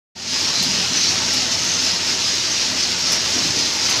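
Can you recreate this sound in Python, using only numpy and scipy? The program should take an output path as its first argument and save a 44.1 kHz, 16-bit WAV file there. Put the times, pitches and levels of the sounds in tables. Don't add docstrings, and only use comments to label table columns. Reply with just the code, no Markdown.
import sys
import numpy as np
from scipy import signal
from scipy.fft import rfft, irfft
from scipy.io import wavfile
from scipy.ndimage import uniform_filter1d

SR = 44100
rng = np.random.default_rng(int(sys.argv[2]) if len(sys.argv) > 2 else 0)


def log_audio(samples):
    frames = np.atleast_2d(samples).T
    limited = np.clip(frames, -1, 1)
    pcm = np.round(limited * 32767).astype(np.int16)
    wavfile.write(sys.argv[1], SR, pcm)


N = 176400

# t/s, casing level/dB, panel level/dB
DRUM_LOAD = [(.15, -14, 4.5), (.42, -0.5, 1.5), (0.602, -5, 4.5), (.7, -3.5, 7.5), (.88, 0.5, 3),
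             (1.4, -2, 4), (1.75, -2, 2.5), (2.15, -1.5, 0), (2.45, -3, -4), (2.75, -3.5, 1),
             (3.22, -5, 0.5), (3.42, 2.5, 0.5), (3.66, -2, 0), (4, 1, -3)]

HUM_DB, PANEL_DB, CASING_DB, TUMBLE_DB = -46, -39.5, -37.5, -32
WALL_DB, CLINK_DB, TICK_DB, CRACK_DB = -44.5, -38.5, -47.5, -24.5
PING_DB, RATTLE_DB, SURGE_DB, RING_DB = -28.5, -22.5, -22, -21.5
KNOCKS_PER_S, TUMBLE_PER_S, RATTLE_PER_S = 300, 1400, 3500


def undb(db):
    return 10 ** (np.asarray(db) / 20)


def unit(x):
    return x / np.sqrt(np.mean(x ** 2))


def drift(rate_hz):
    hold = int(SR / rate_hz)
    steps = np.repeat(rng.standard_normal(N // hold + 1), hold)
    return 1.7 * uniform_filter1d(uniform_filter1d(steps, hold), hold)[:N]


def impacts(per_s, spread_db):
    hit = rng.random(N) < per_s / SR
    size = undb(spread_db * np.clip(rng.standard_normal(N), -2, 2))
    return unit(hit * size * np.sign(rng.standard_normal(N)))


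def colour(x, points):
    hz, db = np.array(points).T
    size = 8192
    f = np.maximum(np.arange(size // 2 + 1) * SR / size, 1)
    cepstrum = irfft(np.log(undb(np.interp(np.log(f), np.log(hz), db))))
    cepstrum[1:size // 2] *= 2
    cepstrum[size // 2 + 1:] = 0
    return unit(signal.fftconvolve(x, irfft(np.exp(rfft(cepstrum))))[:N])


def ring(x, hz, width_hz):
    b, a = signal.iirpeak(hz, hz / (2 * width_hz), fs=SR)
    return unit(signal.lfilter(b, a, signal.lfilter(b, a, x)))


def room(x, t60_s=0.31, wet_db=0.5):
    t = np.arange(SR // 2) / SR
    tail = rng.standard_normal(len(t)) * np.exp(-np.log(1000) * t / t60_s) * (t > .004)
    wet = signal.fftconvolve(x, tail / np.sqrt(np.sum(tail ** 2)))[:N]
    return (x + undb(wet_db) * wet) / np.sqrt(1 + undb(2 * wet_db))


def scattered(per_s, spread_db, places=6):
    return unit(sum(room(impacts(per_s / places, spread_db)) for _ in range(places)))


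def pings(per_s, centre_hz, pitch_spread, decay_s):
    out, age = np.zeros(N + SR), np.arange(SR // 8) / SR
    for when, pitch, size in rng.random((int(per_s * N / SR), 3)):
        hz = centre_hz * 2 ** (pitch_spread * np.arcsin(2 * pitch - 1))
        strength = np.sqrt(-np.log(1 - size))
        start = int(when * N)
        out[start:start + len(age)] += strength * np.sin(2 * np.pi * hz * age) * np.exp(-age / decay_s)
    return unit(out[:N])


def drive_hum(panels_db, hz=85.2):
    cycles = np.cumsum(hz * (1 + 0.021 * drift(7.93))) / SR
    tone = unit(undb(1.8 * drift(18)) * np.sin(2 * np.pi * cycles))
    return undb(HUM_DB + 0.33 * panels_db) * tone


def drum_wall():
    # f/Hz, width/Hz, level/dB
    wall_modes = [(618, 36, 1.5), (901, 38, 3.5), (1157, 47, 1)]
    ringing = sum(undb(db + 2.4 * drift(8)) * ring(impacts(KNOCKS_PER_S, spread_db=1.5), hz, width)
                  for hz, width, db in wall_modes)
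    clinks = pings(per_s=130, centre_hz=1450, pitch_spread=1.0, decay_s=.022)
    return undb(WALL_DB) * unit(ringing) + undb(CLINK_DB) * clinks


def casing_rumble(casing_db, panels_db, flutter_hz=6.6, flutter_db=0.8):
    # f/Hz, level/dB
    knock_colour = [(15, -21), (42, -16), (68, -23.5), (100, -1), (125, -0.5), (150, -12.5), (200, -3),
                    (290, 0.5), (380, -4), (450, -13), (900, -33)]
    # f/Hz, width/Hz, level/dB
    panel_modes = [(108.6, 8.6, -4), (127, 2.8, -4), (176.2, 17, 5), (226.2, 4.7, 0.5), (255.7, 8.2, 4),
                   (377.3, 3.3, -4.5)]
    cycles = np.cumsum(flutter_hz * (1 + 0.059 * drift(4.1))) / SR
    flutter = undb(-flutter_db * np.sin(2 * np.pi * cycles))
    knocks = colour(scattered(2 * KNOCKS_PER_S, spread_db=7.0), knock_colour)
    drone = unit(sum(undb(db) * ring(impacts(KNOCKS_PER_S, spread_db=2.5), hz, width)
                     for hz, width, db in panel_modes))
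    return flutter * (undb(CASING_DB + casing_db) * knocks + undb(PANEL_DB + panels_db) * drone)


def low_thuds(t):
    # crest t/s, length/s, f/Hz, level/dB
    thuds = [(.69, 0.053, 190, -33), (3.4, 0.085, 289, -28.5), (3.475, 0.057, 130, -29.5),
             (3.578, 0.054, 340, -31.5)]
    out = np.zeros(N)
    for at, length, hz, db in thuds:
        body = ring(impacts(TUMBLE_PER_S, spread_db=3.5), hz, width_hz=0.255 * hz)
        out += undb(db) * np.exp(-2 * ((t - at) / length) ** 2) * body
    return out


def tumbling_pods(casing_db):
    # f/Hz, level/dB
    tumble_colour = [(150, -26), (350, 0), (600, -2), (800, -5), (905, -1), (1050, -5), (1600, -2.5),
                     (2500, -1), (5000, -32.5)]
    gain = undb(TUMBLE_DB + 0.4 * casing_db + 1.55 * drift(12))
    return gain * colour(scattered(TUMBLE_PER_S, spread_db=3.5), tumble_colour)


def cracking_pods(t, crack_decay_s=.017, tick_decay_s=.005):
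    # t/s, level/dB
    cracks = [(.628, 1), (1.335, -1), (1.642, -12), (1.844, -9), (2.988, -10), (3.119, 3.5), (3.897, -1)]
    # f/Hz, level/dB
    snap_colour = [(1500, -14), (4000, -2), (6500, 0), (9000, -8), (12000, -10), (15000, -14)]
    bursts = sum(undb(db) * (t >= at) * np.exp(-np.maximum(t - at, 0) / crack_decay_s)
                 for at, db in cracks)
    triggers = abs(impacts(per_s=40, spread_db=3))
    ticks = unit(signal.lfilter([1], [1, -np.exp(-1 / (tick_decay_s * SR))], triggers))
    fractures = colour(impacts(per_s=9000, spread_db=3), snap_colour)
    return (undb(CRACK_DB) * bursts + undb(TICK_DB) * ticks) * fractures


def sieve(t):
    # crest t/s, length/s, level/dB, ring f/Hz, relative ring level/dB
    surges = [(0.37, .1, -3, 5050, -1.5), (0.459, .09, -4.5, 5500, -0.5), (0.606, 0.097, -1, 4080, -0.5),
              (.7, 0.12, -5.5, 4920, -1), (0.802, 0.17, -3, 2890, -4.5), (0.987, 0.086, -8.5, 6060, 6),
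              (1.006, 0.18, -1, 4100, -7), (1.1, 0.14, -4.5, 5540, 2.5), (1.34, 0.2, -1.5, 5280, -8),
              (1.536, .05, -2, 5500, -12), (1.69, 0.21, -4, 6330, -1), (1.858, 0.19, -1.5, 5100, -3.5),
              (2.087, 0.084, -2, 5280, -3), (2.32, 0.21, -1.5, 4940, -10), (2.588, 0.16, -1.5, 5720, -6.5),
              (2.82, 0.11, -1, 5230, -6), (3.107, 0.15, -1.5, 5580, -1), (3.356, 0.13, -1, 4900, -21),
              (3.466, 0.17, -4, 5400, -7), (3.635, 0.14, -1.5, 4950, -7), (3.884, 0.16, 0.5, 4940, -9),
              (4.0, 0.035, -3, 5100, -12)]
    # f/Hz, level/dB
    shell_colour = [(700, -23), (1500, -17), (2200, -10.5), (2850, -5.5), (3300, -6), (4100, -3), (5150, 0),
                    (5900, -2.5), (6500, -4), (7200, -10.5), (8300, -20), (10000, -27), (15000, -40)]
    flow, ringing = np.zeros(N), np.zeros(N)
    for at, length, db, hz, ring_db in surges:
        swell = np.exp(-2 * ((t - at) / length) ** 2)
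        flow += (swell * undb(db)) ** 2
        steel = ring(impacts(RATTLE_PER_S, spread_db=13), hz, width_hz=140)
        ringing += swell * undb(db + ring_db) * steel
    steady = scattered(RATTLE_PER_S, spread_db=4.0) * undb(RATTLE_DB + .5 * drift(25.5))
    blows = steady + undb(SURGE_DB) * np.sqrt(flow) * scattered(RATTLE_PER_S, spread_db=1.5)
    rattle = np.std(blows) * colour(blows, shell_colour)
    strikes = pings(per_s=130, centre_hz=5100, pitch_spread=.27, decay_s=.013)
    return rattle + undb(RING_DB) * ringing + undb(PING_DB) * np.sqrt(0.44 + flow) * strikes


def scene():
    t = np.arange(N) / SR
    times, casing_db, panels_db = np.array(DRUM_LOAD).T
    casing_db, panels_db = np.interp(t, times, casing_db), np.interp(t, times, panels_db)
    shells = sieve(t) + cracking_pods(t)
    bed = casing_rumble(casing_db, panels_db) + tumbling_pods(casing_db) + drive_hum(panels_db)
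    return (shells + bed + low_thuds(t) + drum_wall())[None]


def record(dry, start_s=.15, fade_s=0.19, fade_from_db=-13.5, top_hz=14950):
    since = np.arange(N) / SR - start_s
    onset = np.clip(since / 0.016, 0, 1)
    fade = onset * undb(fade_from_db * np.clip(1 - since / fade_s, 0, 1))
    return signal.sosfilt(signal.ellip(14, .2, 90, top_hz, fs=SR, output="sos"), dry * fade)


dry = scene()
out = record(dry)
log_audio(out)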